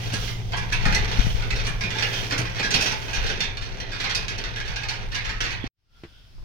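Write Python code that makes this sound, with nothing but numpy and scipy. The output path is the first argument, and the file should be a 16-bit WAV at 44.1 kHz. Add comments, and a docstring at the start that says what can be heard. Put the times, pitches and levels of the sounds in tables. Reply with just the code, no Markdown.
"""A row of embossed brass prayer wheels is spun by hand, one after another, under an outdoor gallery.
The loose drums knock and chatter on their iron axles: bursts of tiny hits set off noise tails and fading tones.
Pushes thud in the frame, wood clunks, dry axles rub and cloth hisses, all made from hits or shaped noise.
Wavering low tones make a hum, and swelling low noise makes wind on the microphone, which is also bumped.
The sound breaks off, and a quieter place fades in, with faint bands of soft hiss and footsteps on stone."""
import sys
import numpy as np
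from scipy import signal
from scipy.fft import rfft, irfft, next_fast_len
from scipy.io import wavfile
from scipy.ndimage import uniform_filter1d, map_coordinates

SR = 44100
rng = np.random.default_rng(int(sys.argv[2]) if len(sys.argv) > 2 else 0)


def pcm_store(signal):
    """Save signal as 16-bit PCM."""
    levels = np.round(np.clip(np.atleast_2d(signal), -1, 1) * 32767)
    wavfile.write(sys.argv[1], SR, levels.astype(np.int16).T)


N = 284268
T = np.arange(N) / SR  # time in the whole scene, in seconds
BLOW = np.arange(SR * 2 // 5) / SR  # time within one short sound, in seconds

# In the event tables, level_db is set before the small overall trim of each layer.
# In the spectrum tables, only the shape counts: the layers set their own loudness.
# t60_s is the time a sound takes to die away by 60 dB.

# a drum knocks on its axle: start_s, level_db, chatter_s (2 ms at least), hardness_db_per_octave
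KNOCKS = [(0.126, -30, .005, 1.5), (0.139, -25, 0.0013, 2.5), (0.279, -31.5, 0.0045, 2),
          (0.521, -33, 0.0028, 3), (0.534, -24, 0.0024, -5), (0.5728, -29.5, 0.007, 4.5),
          (0.7234, -21, .006, 3), (0.827, -35.5, .002, 1.5), (0.853, -20, 0.0037, -2.5),
          (0.9258, -20.5, .004, 2.5), (0.9476, -19, 0.0023, 8), (1.1151, -29.5, 0.0021, 3.5),
          (1.397, -32.5, .005, -2), (1.423, -29, 0.003, -1.5), (1.505, -24, 0.003, 1.5),
          (1.556, -31.5, .009, 8.5), (1.649, -31, 0.0055, 2), (1.668, -27, .0045, -1.5),
          (1.8084, -26, 0.0096, 1.5), (1.8374, -28, 0.0021, 1), (1.9049, -28, .002, 2),
          (1.948, -28, 0.035, -1.5), (1.9834, -24.5, 0.018, 2), (2.0248, -19.5, 0.0024, 2),
          (2.129, -27.5, .016, 2.5), (2.238, -34, 0.0037, 1), (2.309, -24, 0.0067, 2),
          (2.3228, -22, .002, 0.5), (2.3785, -25.5, .008, 2.5), (2.452, -29.5, 0.0099, -0.5),
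          (2.557, -31.5, 0.0073, 1.5), (2.595, -23.5, 0.0045, -0.5), (2.63, -26.5, 0.02, 6),
          (2.7069, -23, 0.01, 8), (2.7414, -15, 0.0026, 7), (2.809, -22, .005, 9.5),
          (2.8225, -23.5, 0.0018, 8), (2.859, -22.5, 0.016, 3.5), (2.919, -28.5, 0.0027, 9),
          (3.132, -27, 0.016, 6), (3.176, -35, .01, -3), (3.264, -28, .012, 4.5), (3.2979, -28.5, 0.007, 4),
          (3.405, -20.5, 0.0047, 4), (3.4357, -27.5, 0.005, 3), (3.5709, -30.5, .003, 1.5),
          (3.617, -35, 0.03, 2), (3.719, -40.5, 0.0037, 1), (3.8015, -30, 0.0016, 3),
          (3.916, -29.5, 0.038, 0.5), (4.001, -26, 0.0065, 2), (4.0395, -25, 0.0084, 1),
          (4.0961, -25.5, 0.0097, 2), (4.1494, -20.5, 0.0047, 11), (4.2822, -26.5, .002, 5.5),
          (4.347, -46, 0.0023, 1), (4.3805, -31, 0.0079, 4), (4.439, -28, .002, 1.5), (4.559, -29, .01, 2),
          (4.602, -31, .003, 1), (4.656, -36.5, 0.0071, 3), (4.678, -32, 0.0077, 2.5),
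          (4.718, -37, 0.02, -4), (4.7601, -28, 0.0049, 3), (4.833, -29.5, 0.01, 0.5),
          (4.886, -26.5, 0.011, 3.5), (4.934, -35, 0.0092, 0.5), (5.117, -31.5, 0.024, 1),
          (5.1472, -25, .009, 3), (5.208, -35, 0.0073, -1), (5.245, -29.5, 0.026, 0),
          (5.2926, -28.5, 0.0085, 0.5), (5.4054, -21, 0.0035, 2), (5.439, -27, 0.029, 1),
          (5.5039, -30, .012, 1), (5.642, -34.5, 0.0019, -4)]
# loudness of the axle rattle over time: time_s, level_db
RATTLE_LEVEL = [(0.0, -35.5), (0.12, -39), (0.3, -42), (0.39, -49), (0.47, -54), (0.7, -37), (1.22, -32),
                (1.48, -43.5), (1.6, -33.5), (1.78, -46), (1.89, -40), (1.97, -38), (2.2, -35.5),
                (2.53, -38), (2.8, -29), (3.04, -39.5), (3.2, -30.5), (3.34, -33), (3.53, -43.5),
                (3.68, -44.5), (3.88, -43.5), (4.08, -34.5), (4.5, -40), (4.83, -38), (5.05, -43.5),
                (5.6, -42.5)]
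# a knock leaves one group of drum tones singing: start_s, centre_pitch_hz, level_db, t60_s
SINGING_TONES = [(0.279, 2050, -43, 0.81), (0.521, 880, -37, 0.78), (0.534, 713, -34.5, 0.27),
                 (0.573, 1680, -30, 0.27), (0.723, 1693, -25.5, 0.17), (0.723, 2530, -42, 0.15),
                 (0.853, 1850, -28.5, 0.26), (0.853, 1237, -31, 0.23), (0.853, 905, -39, 0.35),
                 (0.948, 2046, -24.5, 0.46), (1.115, 892, -35.5, 0.63), (1.505, 2020, -32.5, 0.28),
                 (1.668, 1330, -52, .5), (1.837, 2460, -29, 0.25), (2.025, 1676, -31, .3),
                 (2.025, 2810, -30, 0.22), (2.63, 1658, -25, 0.54), (2.741, 4350, -32.5, 0.16),
                 (2.809, 2590, -26.5, 0.44), (2.859, 3101, -31, 0.19), (2.919, 842, -35.5, .4),
                 (3.132, 1590, -34, 0.41), (3.298, 1600, -29, 0.24), (3.405, 2713, -29.5, 0.25),
                 (3.571, 4276, -39, 0.32), (4.149, 2525, -32, 0.29), (4.282, 1624, -33.5, .5),
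                 (4.602, 1655, -34.5, 0.26), (4.76, 1630, -37, .48), (4.886, 4393, -32, 0.4),
                 (5.293, 1670, -38, 0.33)]
# an axle rubs in one resonance of its drum: crest_s, half_length_s, pitch_hz, width_hz, level_db,
# glide_hz_per_s
RUBS = [(0.06, 0.088, 2970, 450, -49, 0), (1.246, 0.096, 3050, 398, -41, 0),
        (2.195, .074, 3170, 300, -38, -1200), (3.665, 0.062, 4285, 120, -51, 0),
        (4.084, .07, 4300, 120, -45, 0), (4.068, 0.06, 2170, 200, -37, -6000),
        (5.192, 0.044, 2220, 248, -39, -5000), (5.629, 0.045, 3360, 299, -45.5, 2)]
# the hand shoves a wheel by its wooden handle: start_s, frame_thud_db, sharp_tick_db
PUSHES = [(0.134, -30, -34.5), (0.568, -35, -40), (0.854, -19.5, -39), (0.935, -25, -52.5),
          (1.668, -29, -34.5), (1.826, -28.5, -57), (2.3793, -23, -30.5), (2.74, -29.5, -36.5)]
# a wooden handle clunks and shudders: start_s, level_db, chatter_s (2 ms at least)
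CLUNKS = [(0.13, -32, 0.0076), (0.725, -42, 0.012), (0.857, -31.5, 0.014), (0.952, -42, 0.012),
          (2.321, -31, 0.032), (2.385, -32, 0.044), (2.595, -33, 0.002), (2.705, -36.5, .005),
          (2.745, -31.5, .012), (2.823, -33.5, .012), (4.172, -44.5, 0.018)]
# a sleeve brushes over a drum: crest_s, half_length_s, level_db
SWISHES = [(0.06, 0.08, -41.5), (0.25, 0.1, -36.5), (1.27, 0.15, -40.5), (2.16, 0.17, -38),
           (2.85, 0.078, -37), (3.04, 0.26, -44.5)]

# spectrum of the sheet-brass drum: frequency_hz, level_db_per_hz
SHELL_SPECTRUM = [(290, -41.5), (500, -10.5), (740, -9), (900, -5), (1200, -6.5), (1600, 0.5), (2000, 0.5),
                  (2500, 1), (3400, -2.5), (4400, -5.5), (5200, -7.5), (6000, -9), (8000, -22),
                  (15500, -42)]
# the drum's clearest tones before random detuning, many in close pairs: pitch_hz, level_db
DRUM_TONES = [(680, -7.5), (800, -6), (890, -3), (1380, -1), (1490, 5.5), (1650, 4.5), (1705, -2.5),
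              (1845, -1), (2085, -23), (2430, 3), (2545, 1), (2680, -4.5), (3270, -1.5), (4275, -4.5),
              (4330, -3), (4405, 0.5), (4700, -7.5), (5260, -17), (5730, -1.5), (5810, -2)]
# spectrum of the shaken frame: frequency_hz, level_db_per_hz
FRAME_SPECTRUM = [(40, -20), (90, -1.5), (135, 2.5), (175, -1), (230, -4), (300, -6.5), (430, -6),
                  (550, -14), (800, -11.5), (1500, -37.5), (4000, -72)]
# spectrum of hard metal contact: frequency_hz, level_db_per_hz
EDGE_SPECTRUM = [(3000, -37.5), (6000, 28.5), (7500, 17.5), (10000, 17), (15000, -7.5)]
# a soft hand mutes the frame's upper range: frequency_hz, gain_db
PALM_MUTING = [(170, 0.5), (450, -16.5)]
# spectrum of knocking wood: frequency_hz, level_db_per_hz
WOOD_SPECTRUM = [(100, -24.5), (220, -3), (340, -0.5), (480, -3), (650, -2), (900, -8.5), (1400, -13),
                 (4000, -39)]
# spectrum of brushing cloth: frequency_hz, level_db_per_hz
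CLOTH_SPECTRUM = [(800, -20.5), (2300, 11), (3200, 24), (4000, 16), (6000, 16.5), (8000, 2.5), (14500, 1.5)]
# typical dying time of drum and gallery: frequency_hz, t60_s
DYING_TIME = [(150, 0.29), (800, 0.69), (2200, 0.45), (5500, 0.22), (8000, 0.15), (14000, 0.2)]
# how alike left and right are: frequency_hz, likeness (1 = the same, 0 = unrelated)
LEFT_RIGHT_LIKENESS = [(100, 0.77), (300, 1), (700, 0.087), (2000, 0.2), (10000, 0.02)]
# loudness difference between the sides: frequency_hz, left_minus_right_db
LEFT_RIGHT_BALANCE = [(100, 4), (400, -1), (700, 1.5), (1300, -1.5), (2400, -6), (4400, -8.5), (6000, -8.5),
                      (8100, 4.5), (15000, -2.5)]

# spectrum of wind shaking the microphone: frequency_hz, level_db_per_hz
BUFFET_SPECTRUM = [(11, -46.5), (18, 3), (38, 6), (75, -8.5), (100, -9.5), (125, -22.5), (170, -27.5),
                   (230, -43), (400, -61)]
# gusts on the microphone: crest_s, half_length_s, level_db
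GUSTS = [(0.65, 0.46, -31), (0.95, 0.16, -21), (1.26, 0.18, -26), (1.55, 0.3, -28.5), (3.21, 0.06, -25),
         (4.72, 0.037, -27), (5.09, 0.038, -29.5), (6.42, 0.1, -39.5)]
# spectrum of the soft rush of air: frequency_hz, level_db_per_hz
AIR_SPECTRUM = [(30, -0.5), (120, -3), (200, -16), (450, -22), (1200, -25.5), (1450, -22), (1750, -24.5),
                (2700, -22.5), (3350, -23), (4000, -24), (5200, -20.5), (7000, -37.5), (15000, -42)]
# loudness of the hum over time: time_s, level_db
HUM_LEVEL = [(0.0, -32), (0.85, -31.5), (2.5, -35.5), (2.95, -40.5), (5.7, -40.5), (5.9, -78), (6.44, -49)]
# faint narrow bands of soft hiss after the break: crest_s, half_length_s, centre_hz, width_hz, level_db
SOFT_HISSES = [(5.96, .11, 1380, 85, -65), (6.15, 0.15, 1480, 190, -65), (5.95, 0.046, 3260, 400, -64),
               (6.17, 0.13, 3240, 810, -60)]
# the hand bumps the microphone: start_s, level_db, pitch_hz, t60_s, left_minus_right_db
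BUMPS = [(1.19, -11, 41, 0.096, 20), (1.188, -20.5, 152, 0.049, 26), (1.192, -24, 230, 0.035, 25),
         (1.247, -23, 104, 0.088, 26), (1.268, -21, 138, 0.034, 29), (1.347, -21, 47.7, 0.12, 24),
         (5.640, -22, 259, .025, -23)]
# shoes on stone: start_s, heel_thump_db, sole_slap_db, slap_centre_hz
STEPS = [(6.036, -35, -44.5, 2090), (6.05, -42, -57, 2300), (6.381, -62, -55.5, 1000),
         (6.424, -58, -57, 995)]
# spectrum of the heel: frequency_hz, level_db_per_hz
HEEL_SPECTRUM = [(35, -24), (70, 11), (200, 5.5), (290, 3), (335, 16.5), (385, 2), (435, 6.5), (560, -10),
                 (700, -4), (1200, -32), (4000, -61.5)]
# the break and the fade back in: time_s, gain_db
FADE = [(0, 0), (5.676, 0), (5.681, -42), (5.72, -60), (5.79, -24), (5.88, -16), (5.97, -2), (6.03, 0)]

BREAK_S, TOP_HZ = 5.69, 15850  # when the wheels stop being heard; upper limit of the sound
BREEZE_DB, SHELTERED_DB = -34, -57  # steady buffeting before and after the break
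LAST_PUSH_S = PUSHES[-1][0]
RUMBLE_DB = -40.5  # average level of the shaking frame until the last push
RUMBLE_FOLLOWS = 0.36  # its share of the rattle's swells
COAST_DB_PER_S = 2  # the frame rumble dies as the wheels coast after the last push
RUSTLE_DB, RUSTLE_STOP_S = -50, 0.15  # clothes rustle in the walk, and fall still after the last push
DRUM_T60_S = 0.2  # dying time of a drum tone at 2000 Hz


def amp(db):
    """Turn decibels into a gain."""
    return 10 ** (np.asarray(db) / 20)


def unit(x):
    """Scale x to an average (rms) level of 1."""
    return x / np.sqrt(np.mean(x ** 2) + 1e-20)


def crest(x):
    """Scale x so that its loudest 10 ms has an rms level of 1."""
    power = uniform_filter1d(np.mean(x ** 2, 0), size=441)
    return x / np.sqrt(power.max() + 1e-20)


def along(points, hz):
    """Read a curve of (frequency, value) points on a log frequency axis."""
    f, v = np.transpose(sorted(map(tuple, points)))
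    return np.interp(np.log(hz + 1), np.log(f + 1), v)


def level_curve(rows):
    """Draw (time, level) rows as one level per sample."""
    s, db = np.transpose(rows)
    return np.interp(T, s, db)


def wobble(rate):
    """Make a smooth random curve with rate new points a second."""
    return map_coordinates(rng.standard_normal(int(N * rate / SR) + 4), [T * rate])


def swells(rows):
    """Add up the power of bell-shaped swells, one for each (crest_s, half_length_s, level_db) row."""
    return sum(amp(db) ** 2 * np.exp(-2 * ((T - s) / half) ** 2) for s, half, db in rows)


def filtered(x, response):
    """Multiply the spectrum of x by a response of frequency."""
    n = x.shape[-1]
    m = next_fast_len(n + 4096, True)
    return irfft(rfft(x, m) * response(np.fft.rfftfreq(m, 1 / SR)), m)[..., :n]


def colour(x, spectrum):
    """Give x a spectrum shape with a filter that never acts early, so attacks stay sharp."""
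    cepstrum = irfft(np.log(amp(along(spectrum, np.fft.rfftfreq(4096, 1 / SR)))))
    one_sided = cepstrum * np.r_[1, np.full(2047, 2), np.zeros(2048)]  # minimum phase
    kernel = irfft(np.exp(rfft(one_sided)))
    return signal.fftconvolve(x, kernel[None], axes=1)[:, :x.shape[1]]


def band(x, hz, width_hz):
    """Pass x through one resonance, then scale it to rms 1."""
    return unit(filtered(x, lambda f: np.exp(-2 * ((f - hz) / width_hz) ** 2)))


def spread(pair, alike):
    """Mix two unrelated signals to the given left-right likeness."""
    def turn(hz):
        return np.arccos(np.clip(along(alike, hz), -1, 1)) / 2
    mid, side = filtered(pair, lambda hz: np.array([np.cos(turn(hz)), np.sin(turn(hz))]))
    return np.array([mid + side, mid - side])


def stereo_noise(n, alike):
    """Make n samples of white noise with the given left-right likeness."""
    return spread(rng.standard_normal((2, n)), alike)


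def add(track, s, sound):
    """Mix a sound into the track at time s, cutting it at the track's end."""
    part = track[:, round(s * SR):][:, :sound.shape[1]]
    part += sound[:, :part.shape[1]]


def wind():
    """A breeze and its gusts buffet the two sides unequally, over the soft rush of the open valley."""
    lean_db, air_db = 3, -53.5  # buffeting, left minus right; level of the rush
    buffet = unit(colour(stereo_noise(N, [(25, 0.21), (90, 0.24)]), BUFFET_SPECTRUM))
    air = unit(colour(stereo_noise(N, [(150, 0.83), (900, 0.15)]), AIR_SPECTRUM))
    breeze = amp(np.where(T < BREAK_S, BREEZE_DB, SHELTERED_DB))
    strength = np.sqrt(breeze ** 2 + swells(GUSTS))
    return strength * buffet * amp([[lean_db / 2], [-lean_db / 2]]) + amp(air_db) * air


def wavering_tone(hz, drift_hz=1.18):
    """A sine whose pitch and loudness both wander at random."""
    phase = 2 * np.pi * np.cumsum(hz + drift_hz * wobble(6)) / SR
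    return np.sqrt(2) * np.sin(phase) * amp(1.44 * wobble(10))


def hum(upper_hz=116, lower_hz=101, upper_db=-3.0, lower_db=-7, overtone_db=-15):
    """Distant machinery drones on two wavering low tones, with a weaker one a fifth above the upper."""
    upper = amp(upper_db) * wavering_tone(upper_hz)
    lower = amp(lower_db) * wavering_tone(lower_hz)
    fifth = amp(overtone_db) * wavering_tone(upper_hz * 1.5)
    return amp(level_curve(HUM_LEVEL)) * (upper + lower + fifth)


def soft_hisses():
    """Faint narrow bands of soft hiss, made from filtered noise, swell and sink after the break."""
    out = np.zeros((2, N))
    for s, half, hz, width_hz, db in SOFT_HISSES:
        out += band(rng.standard_normal((2, N)), hz, width_hz) * np.sqrt(swells([(s, half, db)]))
    return out


def bumps(rise_s=0.00084):
    """Bumps on the microphone are dull, fast-fading low tones, each close to one side."""
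    out = np.zeros((2, N))
    for s, db, hz, t60, pan_db in BUMPS:
        thump = np.sin(2 * np.pi * hz * BLOW) * amp(db - 60 * BLOW / t60) * (1 - np.exp(-BLOW / rise_s))
        add(out, s, thump * amp([[pan_db / 2], [-pan_db / 2]]))
    return out


def steps(t60=0.12, click=5, slope_db=-10):
    """The rubber heel thumps on the stone as the sole clicks down and dies quickly."""
    out = np.zeros((2, N))
    impulse = np.array([BLOW == 0] * 2, float)
    heel = crest(colour(impulse, HEEL_SPECTRUM))
    for s, heel_db, sole_db, hz in STEPS:
        scrape = stereo_noise(len(BLOW), [(300, 0.79), (2000, 0.26)]) * amp(-60 * BLOW / t60)
        sole_spectrum = [(hz / 10, slope_db), (hz, 0), (hz * 2, slope_db), (hz * 10, -60)]
        sole = crest(colour(click * impulse + scrape, sole_spectrum))
        add(out, s, amp(heel_db) * heel + amp(sole_db) * sole)
    return out


def sleeve():
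    """Cloth hisses softly while walking, and swells as the arm reaches for the next wheel."""
    hiss = unit(colour(stereo_noise(N, LEFT_RIGHT_LIKENESS), CLOTH_SPECTRUM))
    falling_still = np.exp(-np.maximum(T - LAST_PUSH_S, 0) / RUSTLE_STOP_S)
    walking = amp(RUSTLE_DB + 0.64 * wobble(1.3)) * falling_still
    return np.sqrt(swells(SWISHES) + walking ** 2) * hiss


def contacts(n, rate, scatter_db):
    """Random tiny impacts of uneven size, about rate of them a second."""
    happens = rng.random(n) < rate / SR
    size = amp(scatter_db * np.clip(rng.standard_normal(n), -2, 2))
    return happens * rng.choice([-1, 1], n) * size


def chattering(length, hardness=0, first_contact=1.85, firmer_db=0.24, seat_s=0.00091):
    """A first touch, firmer in a hard knock, then contacts that build as the parts meet and die away."""
    fade = np.exp(-BLOW / max(length, 0.002))
    build = 2 * (1 - np.exp(-BLOW / seat_s))
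    hits = contacts(len(BLOW), rate=900, scatter_db=3) * fade * build
    hits[0] = first_contact * amp(firmer_db * hardness)
    return hits


def struck(hits, answer):
    """Every contact sets off the same answer."""
    return signal.fftconvolve(hits[None], answer, axes=1)[:, :len(BLOW)]


def shimmer(direct, uneven_db, linger):
    """Answer to one impact: a click, then noise standing for thin-sheet tones and wall echoes dying away."""
    hz, t, z = signal.stft(rng.standard_normal((2, len(BLOW))), SR, nperseg=256)
    # each striking point favours other frequencies, which are louder and last longer
    favoured = np.clip(rng.standard_normal((len(hz), 1)), -2, 2)
    t60 = along(DYING_TIME, hz)[:, None] * np.exp(linger * favoured)
    tail = signal.istft(z * amp(uneven_db * favoured - 60 * t / t60), SR)[1][:, :len(BLOW)]
    tail = spread(tail, LEFT_RIGHT_LIKENESS)
    tail /= np.linalg.norm(tail[0])
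    tail[:, 0] += direct
    return tail


def drum_tones(t60, detune, scatter_db, damping=0.51):
    """One drum's clear tones: no two drums are tuned alike, and high tones die sooner."""
    hz, db = np.transpose(DRUM_TONES)
    tune, size, left, right = rng.standard_normal((len(hz), 4)).T
    life = t60 * (hz / 2000) ** -damping
    turning = 2j * np.pi * hz * (1 + detune * tune)
    ringing = np.exp((turning - np.log(1000) / life)[:, None] * BLOW)
    phase = np.array([2 * left, 2 * left + right])
    weight = amp(db + scatter_db * size) * np.exp(1j * phase)
    return (weight @ ringing).real


def ticks(trim_db=-7, rate=9, t60=0.035, count=6):
    """Loose rims and studs tap lightly as the drums shake, each with its own short, dry ring."""
    out = np.zeros((2, N))
    for stud in range(count):
        click = stereo_noise(len(BLOW), LEFT_RIGHT_LIKENESS) * amp(-60 * BLOW / t60)
        ring = crest(drum_tones(t60=t60, detune=0.02, scatter_db=4))
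        tap = crest(colour(click, SHELL_SPECTRUM)) + ring
        out += signal.fftconvolve(contacts(N, rate, scatter_db=2.5)[None], tap, axes=1)[:, :N]
    return amp(level_curve(RATTLE_LEVEL) + trim_db) * unit(out)


def rubs(slips_per_s=220, catch_db=3):
    """A dry axle slips in uneven spurts; its wheel answers in a resonance that may slide as it turns."""
    out = np.zeros((2, N))
    for s, half, hz, width_hz, db, glide in RUBS:
        start = max(s - BLOW[-1] / 2, 0)
        t = start + BLOW - s  # time from the crest
        slips = np.array([contacts(len(BLOW), slips_per_s, scatter_db=3.5) for side in range(2)])
        slide = np.exp(1j * np.pi * glide * t ** 2)
        rub = (signal.hilbert(band(slips, hz, width_hz)) * slide).real
        add(out, start, rub * amp(db) * np.exp(-(t / half) ** 2))
    return spread(out, LEFT_RIGHT_LIKENESS) * amp(catch_db * wobble(31))


def clunks(t60=0.12):
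    """Wood knocks against wood: a hollow, quickly damped clatter."""
    out = np.zeros((2, N))
    for s, db, chatter in CLUNKS:
        body = stereo_noise(len(BLOW), LEFT_RIGHT_LIKENESS) * amp(-60 * BLOW / t60)
        add(out, s, amp(db) * crest(colour(struck(chattering(chatter), body), WOOD_SPECTRUM)))
    return out


def pushes(trim_db=-3, jolt_s=0.012, snap_s=0.0058):
    """Each shove jolts the frame and snaps the axle against its bearing."""
    out = np.zeros((2, N))
    for s, thud_db, tick_db in PUSHES:
        answer = shimmer(direct=0.3, uneven_db=2.5, linger=0.11)
        jolt = colour(struck(chattering(jolt_s), answer), FRAME_SPECTRUM)
        thud = crest(colour(jolt, PALM_MUTING))
        tick = crest(colour(struck(chattering(snap_s), answer), EDGE_SPECTRUM))
        add(out, s, amp(trim_db) * (amp(thud_db) * thud + amp(tick_db) * tick))
    return out


def rattle(trim_db=-2.0, ring_db=-6, edge_db=-26, rate=15):
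    """Between knocks the turning drums keep jiggling on their dry bearings, tick by tick."""
    rattle_db = level_curve(RATTLE_LEVEL)
    coasting_s = np.maximum(T - LAST_PUSH_S, 0)
    frame_db = RUMBLE_DB + RUMBLE_FOLLOWS * (rattle_db - rattle_db.mean()) - COAST_DB_PER_S * coasting_s
    clatter, ring = np.zeros((2, 2, N))
    for wheel in range(6):
        hits = contacts(N + len(BLOW) - 1, rate, scatter_db=3.0)[None]
        rub = amp(1.6 * wobble(3.934))  # each drum rubs now harder, now softer
        answer = shimmer(direct=0.3, uneven_db=3.8, linger=0.12)
        tones = drum_tones(t60=DRUM_T60_S, detune=0.005, scatter_db=3.5)
        clatter += rub * signal.fftconvolve(hits, answer, "valid", axes=1)
        ring += rub * signal.fftconvolve(hits, tones, "valid", axes=1)
    shell = unit(colour(clatter, SHELL_SPECTRUM)) + amp(ring_db) * unit(ring)
    pressure = amp(0.5 * (rattle_db - rattle_db.max()))  # a harder rattle has a brighter edge
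    edge = amp(edge_db) * pressure * unit(colour(clatter, EDGE_SPECTRUM))
    frame = amp(frame_db) * unit(colour(clatter, FRAME_SPECTRUM))
    return amp(rattle_db + trim_db) * (shell + edge) + frame


def singing(trim_db=-0.5, width_hz=26, count=5):
    """Some knocks leave a few close drum tones beating against each other as they die."""
    out = np.zeros((2, N))
    for s, hz, db, t60 in SINGING_TONES:
        offset, left, right = rng.standard_normal((count, 3)).T[:, :, None]
        start_phase = np.array([2 * left, 2 * left + right])
        phase = 2 * np.pi * (hz + width_hz * offset) * BLOW + start_phase
        rise = 1 - np.exp(-BLOW / 0.0008)
        to_silence = 1 - BLOW / BLOW[-1]
        ring = np.sin(phase).sum(1) * amp(-60 * BLOW / t60) * rise * to_silence
        add(out, s, amp(db + trim_db) * crest(ring))
    return out


def knocks(trim_db=-2, ring_db=-5, thud_db=-16, edge_db=-34, edge_per_hardness_db=1.0):
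    """A drum falls against its axle and chatters there; shell and frame answer."""
    out = np.zeros((2, N))
    wheels = [drum_tones(t60=DRUM_T60_S, detune=0.0055, scatter_db=5.5) for _ in range(10)]
    for k, (s, db, chatter, hardness) in enumerate(KNOCKS):
        hits = chattering(chatter, hardness)
        clatter = struck(hits, shimmer(direct=0.36, uneven_db=2.6, linger=0.14))
        ring = crest(struck(hits, wheels[k % len(wheels)]))
        shell = crest(colour(clatter, SHELL_SPECTRUM)) + amp(ring_db) * ring
        # hard contacts favour the upper tones
        shell = crest(colour(shell, [(750, -2 * hardness), (6000, hardness)]))
        frame = amp(thud_db) * crest(colour(clatter, FRAME_SPECTRUM))
        tick_db = edge_db + edge_per_hardness_db * hardness
        tick = amp(tick_db) * crest(colour(clatter, EDGE_SPECTRUM))
        add(out, s, amp(db + trim_db) * (shell + frame + tick))
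    return out


def from_the_left(x, lag_ms=0.43):
    """The wheels reach the left side first; the balance between the sides changes with frequency."""
    side = np.array([[0.5], [-0.5]])

    def response(hz):
        balance = amp(side * along(LEFT_RIGHT_BALANCE, hz))
        return balance * np.exp(2j * np.pi * hz * side * lag_ms / 1000)
    return filtered(x, response)


def scene():
    """The wheels sound until the break; hum and wind go on after it."""
    drums = knocks() + singing() + rattle() + rubs() + ticks()
    handling = pushes() + clunks() + sleeve()
    wheels = from_the_left(drums + handling) * (T < BREAK_S)
    return wheels + hum() + wind() + soft_hisses() + bumps() + steps()


def record(dry):
    """An abrupt break, a fade back in, and nothing kept above the top frequency."""
    return filtered(dry * amp(level_curve(FADE)), lambda hz: hz < TOP_HZ)


dry = scene()
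out = record(dry)
pcm_store(out)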